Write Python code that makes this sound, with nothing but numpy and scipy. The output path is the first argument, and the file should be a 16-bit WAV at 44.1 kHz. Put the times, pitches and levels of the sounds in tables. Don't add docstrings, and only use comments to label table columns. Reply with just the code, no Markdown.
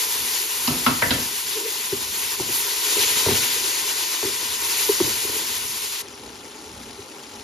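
import sys
import numpy as np
from scipy import signal
from scipy.fft import rfft, irfft, next_fast_len
from scipy.io import wavfile
from scipy.ndimage import uniform_filter1d, map_coordinates

SR = 44100
rng = np.random.default_rng(int(sys.argv[2]) if len(sys.argv) > 2 else 0)


def materialize(psi):
    bounded = np.clip(np.atleast_2d(psi).T, -1, 1)
    quanta = np.round(bounded * 32767).astype(np.int16)
    wavfile.write(sys.argv[1], SR, quanta)


def undo_db(level):
    steps = np.asarray(level, float) / 20
    return 10 ** steps


N = 328059
TIME = np.arange(N) / SR
HZ = np.fft.rfftfreq(next_fast_len(N + SR // 2), 1 / SR)
JUMP_S = 6.021

# [f/Hz, level/dB]
SIZZLE_SPECTRUM = [(500, -72), (1200, -10.5), (2200, 0), (3200, 0.5), (4500, 1.5), (6000, 1.5), (7200, 3),
                   (8300, 2), (9500, -3.5), (11000, -20), (13000, -46)]
SPIT_SPECTRUM = [(6000, -36.5), (8300, -11.5), (9500, -4.5), (10500, 0), (11500, 0), (13000, 1.5),
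                 (14200, -6), (15750, 5.5)]
# [f/Hz, width/Hz, relative level/dB]
POT_RESONANCES = [(435, 32, 2.5), (994, 134, 3), (1478, 31, -8.5), (1850, 33, -23), (1980, 47, -8),
                  (2373, 20, -10), (2990, 62, -8.5), (3370, 110, -9.5), (4550, 140, -12)]
# [t/s, rise/s, sizzle level/dB, spit level over that sizzle/dB]
FLARES = [(1.75, 0.52, -30.5, -3.5), (2.47, 0.056, -27.5, -3), (2.72, 0.28, -21, -6),
          (3.1, 0.07, -31, -4.5), (4.0, 0.32, -32, -4), (4.58, 0.08, -26.5, -4), (4.68, 0.13, -28, -3.5)]
# [t/s of the middle, level/dB]
TREBLE_BURSTS = [(.68, -29.5), (2.21, -33), (2.58, -26), (4.88, -31), (5.7, -35.5)]

# [t/s, length/s, pot tone level/dB, stove shudder level/dB]
RUBS = [(1.517, 0.16, -39, -66), (1.92, 0.069, -47, -51), (2.357, 0.16, -50, -48), (2.923, 0.085, -34, -45),
        (3.05, 0.26, -47, -48), (3.264, 0.1, -32.5, -42), (3.506, 0.19, -40, -55), (4.215, .08, -37, -58),
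        (5.008, 0.089, -34, -39.5), (5.203, 0.24, -38.5, -48)]
# [start t/s, end t/s, first f/Hz, last f/Hz, level/dB]
GROANS = [(1.531, 1.588, 390, 429, -23), (1.606, 1.671, 400, 429, -22), (1.672, 1.69, 400, 430, -23)]
# [t/s, level/dB, pot note f/Hz, thump level re blow/dB, tap level re blow/dB]
KNOCKS = [(1.923, -20, 390, -12, -14), (2.398, -24, 376, -4, -1), (2.489, -31, 363, -11, -7),
          (3.262, -18.5, 426, -2.5, 0), (3.284, -19.5, 396, -10, 0), (3.311, -19, 404.6, -13, -3),
          (4.228, -25.5, 401, -13, 3), (4.244, -24, 390, -16, -4), (4.89, -12, 416, -30, -12.5),
          (5.002, -13, 360, -13, -8), (6.985, -38.5, 410, -2.5, -29)]

# [t/s, level/dB, thud level re blow/dB, main ring f/Hz, second ring f/Hz]
CLATTERS = [(0.674, -10, -9, 1060, 3940), (0.863, -4, -13, 1154, 2500), (1.021, -8, -25, 1770, 960),
            (1.106, -9, -8, 3370, 1600)]
# [f/Hz, width/Hz, relative level/dB]
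WORKTOP_RESONANCES = [(490, 49, 8), (716, 32, 5.5), (947, 29, 0), (1110, 19, 0), (1303, 52, -3),
                      (1442, 56, 2), (1590, 63, -3), (1764, 22, 8), (2003, 61, 3), (2670, 80, 5),
                      (2970, 98, -7), (3290, 59, 2.5), (3980, 40, 2), (4780, 110, 5.5), (5100, 94, 4)]

# [f/Hz, level/dB]
FIZZ_SPECTRUM = [(800, -0.5), (1500, -3), (2500, -3), (4000, -3), (6000, -3), (8300, -4), (10500, -9),
                 (13000, -17), (15800, -22)]
BUBBLING_SPECTRUM = [(88, -45), (150, -13), (162, -20.5), (236, -4), (371, -5.5), (405, 2), (468, -7),
                     (510, -8), (655, -14.5), (875, -7), (1240, -21), (1400, -10.5), (1500, -35),
                     (1950, -60), (3300, -120)]
RUMBLE_SPECTRUM = [(18, -48), (30, -9), (54, 0), (113, -4), (162, -12.5), (250, -3), (320, -15.5),
                   (550, -120)]

# [f/Hz, t60/s]
ROOM_T60 = [(100, 0.81), (1000, 0.16), (8000, 0.35)]
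# [f/Hz, phase/half turns]
RIGHT_AHEAD = [(300, 0), (2800, -.16), (5000, -.08), (7000, .3), (7600, .8), (7650, 1), (8850, 1),
               (9000, 1.3), (9600, 1.55), (9800, 1.8), (10300, 2), (12600, 2), (13600, 2.3), (13800, 3),
               (16000, 3)]
# [f/Hz, level/dB]
LEFT_OVER_RIGHT = [(200, .6), (600, 0), (1200, 1.8), (2700, 6), (4200, 5), (6300, 2.6), (7600, 0)]
# [f/Hz, likeness]
LIKENESS = [(30, .99), (400, .95), (700, .78), (1200, .72), (1800, .4), (2700, .6), (4200, .8), (6200, .85),
            (7300, .5), (7650, 1), (8850, 1), (9500, .7), (10300, 1), (12600, 1), (13600, .4), (13850, 1)]


def unit(x):
    return x / np.sqrt(np.mean(x ** 2) + 1e-20)


def along(points, hz=HZ):
    f, value = np.transpose(points)
    return np.interp(np.log(hz + 1), np.log(f + 1), value)


def colour(points):
    return undo_db(along(points)) * (HZ > points[0][0]) * (HZ < points[-1][0])


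def filtered(x, response):
    length = 2 * len(HZ) - 2
    return irfft(rfft(x, length) * response, length)[..., :N]


def resonance(hz, width):
    return 1j * HZ * width / (hz * hz - HZ * HZ + 1j * HZ * width)


def resonances(table):
    return sum((-1) ** k * undo_db(db) * resonance(hz, width) for k, (hz, width, db) in enumerate(table))


def wobble(rate):
    return map_coordinates(rng.standard_normal(int(N * rate / SR) + 4), [TIME * rate])


def swell(t, tau):
    return (t / tau / 2) ** 2 * np.exp(2 - t / tau)


def struck(t, t60, rise):
    return undo_db(-60 * t / t60) * (1 - np.exp(-t / rise))


def bursts(per_s, spread_db, hiss, patchy_db, count):
    sizes = undo_db(spread_db * rng.standard_normal((2, N)))
    clicks = (rng.random((2, N)) < per_s / SR) * sizes * rng.choice([-1, 1], (2, N))
    z = signal.stft(unit(clicks) + hiss * rng.standard_normal((2, N)), nperseg=256)[2]
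    patches = uniform_filter1d(rng.standard_normal(z.shape[1:]), size=5, axis=0)
    patches = uniform_filter1d(patches, size=count, axis=1)
    return signal.istft(z * undo_db(patchy_db * unit(patches)), nperseg=256)[1][:, :N]


def two_channels(pair, response):
    turn = np.arccos(np.clip(along(LIKENESS), -1, 1)) / 2
    shared, opposed = filtered(pair, response * [np.cos(turn), np.sin(turn)])
    half = undo_db(along(LEFT_OVER_RIGHT) / 2) * np.exp(-.5j * np.pi * along(RIGHT_AHEAD))
    return unit(filtered(np.array([shared + opposed, shared - opposed]), np.array([half, 1 / half])))


def vigour():
    first_db, drying_db_per_s = -25.5, 2
    first_spit_db, spit_drying_db_per_s = -2.06, 3
    flare_fade_db_per_s = 6.5
    burst_s = 0.047
    sizzle = undo_db(first_db - drying_db_per_s * TIME) ** 2
    spit = undo_db(first_db + first_spit_db - spit_drying_db_per_s * TIME) ** 2
    for middle, db in TREBLE_BURSTS:
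        spit = spit + undo_db(db) ** 2 * np.exp(-((TIME - middle) / burst_s) ** 2)
    for start, rise, db, spit_db in FLARES:
        grown = np.clip((TIME - start) / rise, 0, 1) ** 2
        fade_db = flare_fade_db_per_s * np.maximum(TIME - start - rise, 0)
        sizzle = sizzle + grown * undo_db(db - fade_db) ** 2
        spit = spit + grown * undo_db(db + spit_db - fade_db) ** 2
    return 10 * np.log10(sizzle), 10 * np.log10(spit)


def frying():
    sizzle_db, spit_db = vigour()
    steam = bursts(6000, spread_db=4.0, hiss=1.84, patchy_db=0.95, count=14)
    steam = steam * undo_db(0.19 * wobble(16) + 0.82 * wobble(35))
    pot = resonances(POT_RESONANCES)
    sizzle = undo_db(sizzle_db) * two_channels(steam, colour(SIZZLE_SPECTRUM) * (1 + 0.58 * np.abs(pot)))
    spit = undo_db(spit_db) * two_channels(steam, colour(SPIT_SPECTRUM))
    drone_db = -39.5 + 0.83 * (sizzle_db + 26)
    drone = undo_db(drone_db) * two_channels(steam, pot * resonance(1170, 1670))
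    return sizzle + spit + drone


def simmering():
    fizz = bursts(3000, spread_db=4.5, hiss=0.68, patchy_db=2.0, count=4)
    fizz = two_channels(fizz, colour(FIZZ_SPECTRUM))
    bubbles = bursts(300, spread_db=1.0, hiss=1.4, patchy_db=1.0, count=10)
    bubbles = two_channels(bubbles, colour(BUBBLING_SPECTRUM))
    return undo_db(-41) * fizz + undo_db(-43.5 + 0.78 * wobble(23)) * bubbles


def scraping():
    attack_s, tone_t60_s, shudder_t60_s = 0.061, 0.23, 0.65
    boiling = undo_db(vigour()[0])
    pressed, shaken = undo_db(-18.5) * boiling, undo_db(-33) * boiling
    for start, length, tone_db, shudder_db in RUBS:
        grip = np.clip((TIME - start) / attack_s, 0, 1)
        after = np.maximum(TIME - start - length, 0)
        pressed = np.hypot(pressed, grip * undo_db(tone_db - 60 * after / tone_t60_s))
        shaken = np.hypot(shaken, grip * undo_db(shudder_db - 60 * after / shudder_t60_s))
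    judder = bursts(400, spread_db=5.5, hiss=1.0, patchy_db=0.8, count=10)
    body = resonance(406, 41) + undo_db(-2.5) * resonance(349.5, 68) + undo_db(-17.5) * resonance(433, 39)
    tone = two_channels(judder, body * resonance(391, 305) ** 2)
    shudder = two_channels(judder, (resonance(228, 69) + resonance(83, 50)) * resonance(117, 200))
    return pressed * tone + shaken * shudder


def knocking():
    out, t = np.zeros(N), TIME[:SR // 3]
    contact_s = 0.0039
    stove = resonance(99, 47) + undo_db(-7.5) * resonance(231, 84)
    stove = unit(filtered(rng.standard_normal(N), stove))
    wood = unit(filtered(rng.standard_normal(N), resonance(640, 1400) ** 2))
    for s, db, hz, thump_db, tap_db in KNOCKS:
        start = round(s * SR)
        span = slice(start, start + len(t))
        tones = 1.29 * np.sin(2 * np.pi * hz * t) + 0.35 * np.sin(2 * np.pi * 0.785 * hz * t)
        note = swell(t, contact_s) * tones
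        thump = undo_db(thump_db) * struck(t, 0.3, 0.0042) * stove[span]
        tap = np.sin(2 * np.pi * 930 * t) + .5 * wood[span]
        tap = undo_db(tap_db) * struck(t, 0.03, 0.00024) * tap
        out[span] += undo_db(db) * (note + thump + tap)
    return out


def groans():
    out = np.zeros(N)
    for start, end, first_hz, last_hz, db in GROANS:
        progress = np.clip((TIME - start) / (end - start), 0, 1)
        hz = first_hz + (last_hz - first_hz) * progress + 25 * wobble(120)
        cycles = np.cumsum(hz) / SR
        release = np.maximum(TIME - end + 0.0058, 0)
        grip = progress ** 1.7 * undo_db(-60 * release / 0.024)
        out += undo_db(db + 1.5 * wobble(89.7)) * grip * np.sin(2 * np.pi * cycles)
    return out


def clatter():
    out, rings = np.zeros((2, N)), resonances(WORKTOP_RESONANCES) + 0.4
    dull = 1 / (1 + 1j * HZ / 7500) ** 4
    for s, db, thud_db, main_hz, second_hz in CLATTERS:
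        t = np.maximum(TIME - s, 0)
        shared = rng.standard_normal(N)
        low = shared + 0.33 * rng.standard_normal((2, N))
        decay = undo_db(-60 * t / 0.061) + 0.77 * undo_db(-60 * t / 0.43)
        force = decay * (TIME > s) * (shared + 4.0 * rng.standard_normal((2, N)))
        second = undo_db(-13 - db) * resonance(second_hz, 0.83 * second_hz)
        thing = resonance(main_hz, 0.58 * main_hz) ** 2 + second + 0.11
        rattle = filtered(force, thing * rings * dull)
        crack = filtered(struck(t, 0.037, 0.0019) * low, (thing - .1) * dull)
        out += undo_db(db) * (rattle / np.abs(rattle).max() + undo_db(-5.5) * crack / np.abs(crack).max())
        note = swell(t, .008) * np.sin(2 * np.pi * 244 * t)
        thud = unit(filtered(low, resonance(240, 30) * resonance(270, 440)))
        thud = undo_db(-4.5) * struck(t, 0.36, 0.015) * thud
        out += undo_db(db + thud_db) * (note + thud) * undo_db([[-.9], [.9]])
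        boom = unit(filtered(low, resonance(74, 50) + resonance(136, 60)))
        out += undo_db(-21.5) * struck(t, 0.44, 0.021) * boom
    return out


def room(x):
    hz, t, z = signal.stft(rng.standard_normal((2, SR // 2)), SR, nperseg=256)
    decay = undo_db(-60 * t / along(ROOM_T60, hz)[:, None])
    tail = signal.istft(z * decay, SR, nperseg=256)[1]
    tail = tail / np.linalg.norm(tail[0])
    delayed = np.pad(x, (500, 0))[None]
    return signal.fftconvolve(delayed, tail, axes=1)[:, :N]


def kitchen():
    rumble = two_channels(rng.standard_normal((2, N)), colour(RUMBLE_SPECTRUM))
    return undo_db(-52 + 3.8 * wobble(4.27)) * rumble


def scene():
    later = np.clip((TIME - JUMP_S) / 0.008 + .5, 0, 1)
    cooking = (1 - later) * (frying() + scraping()) + later * simmering()
    spoon = knocking() + groans()
    direct = spoon * undo_db([[.5], [-.5]])
    return cooking + direct + undo_db(-14.5) * room(spoon) + clatter() + kitchen()


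def roll_off(x):
    return signal.sosfilt(signal.butter(12, 15800, fs=SR, output="sos"), x)


def record(dry):
    bass_cut = (1j * HZ / 45 / (1 + 1j * HZ / 45)) ** 3
    return roll_off(filtered(dry, bass_cut))


dry = scene()
out = record(dry)
materialize(out)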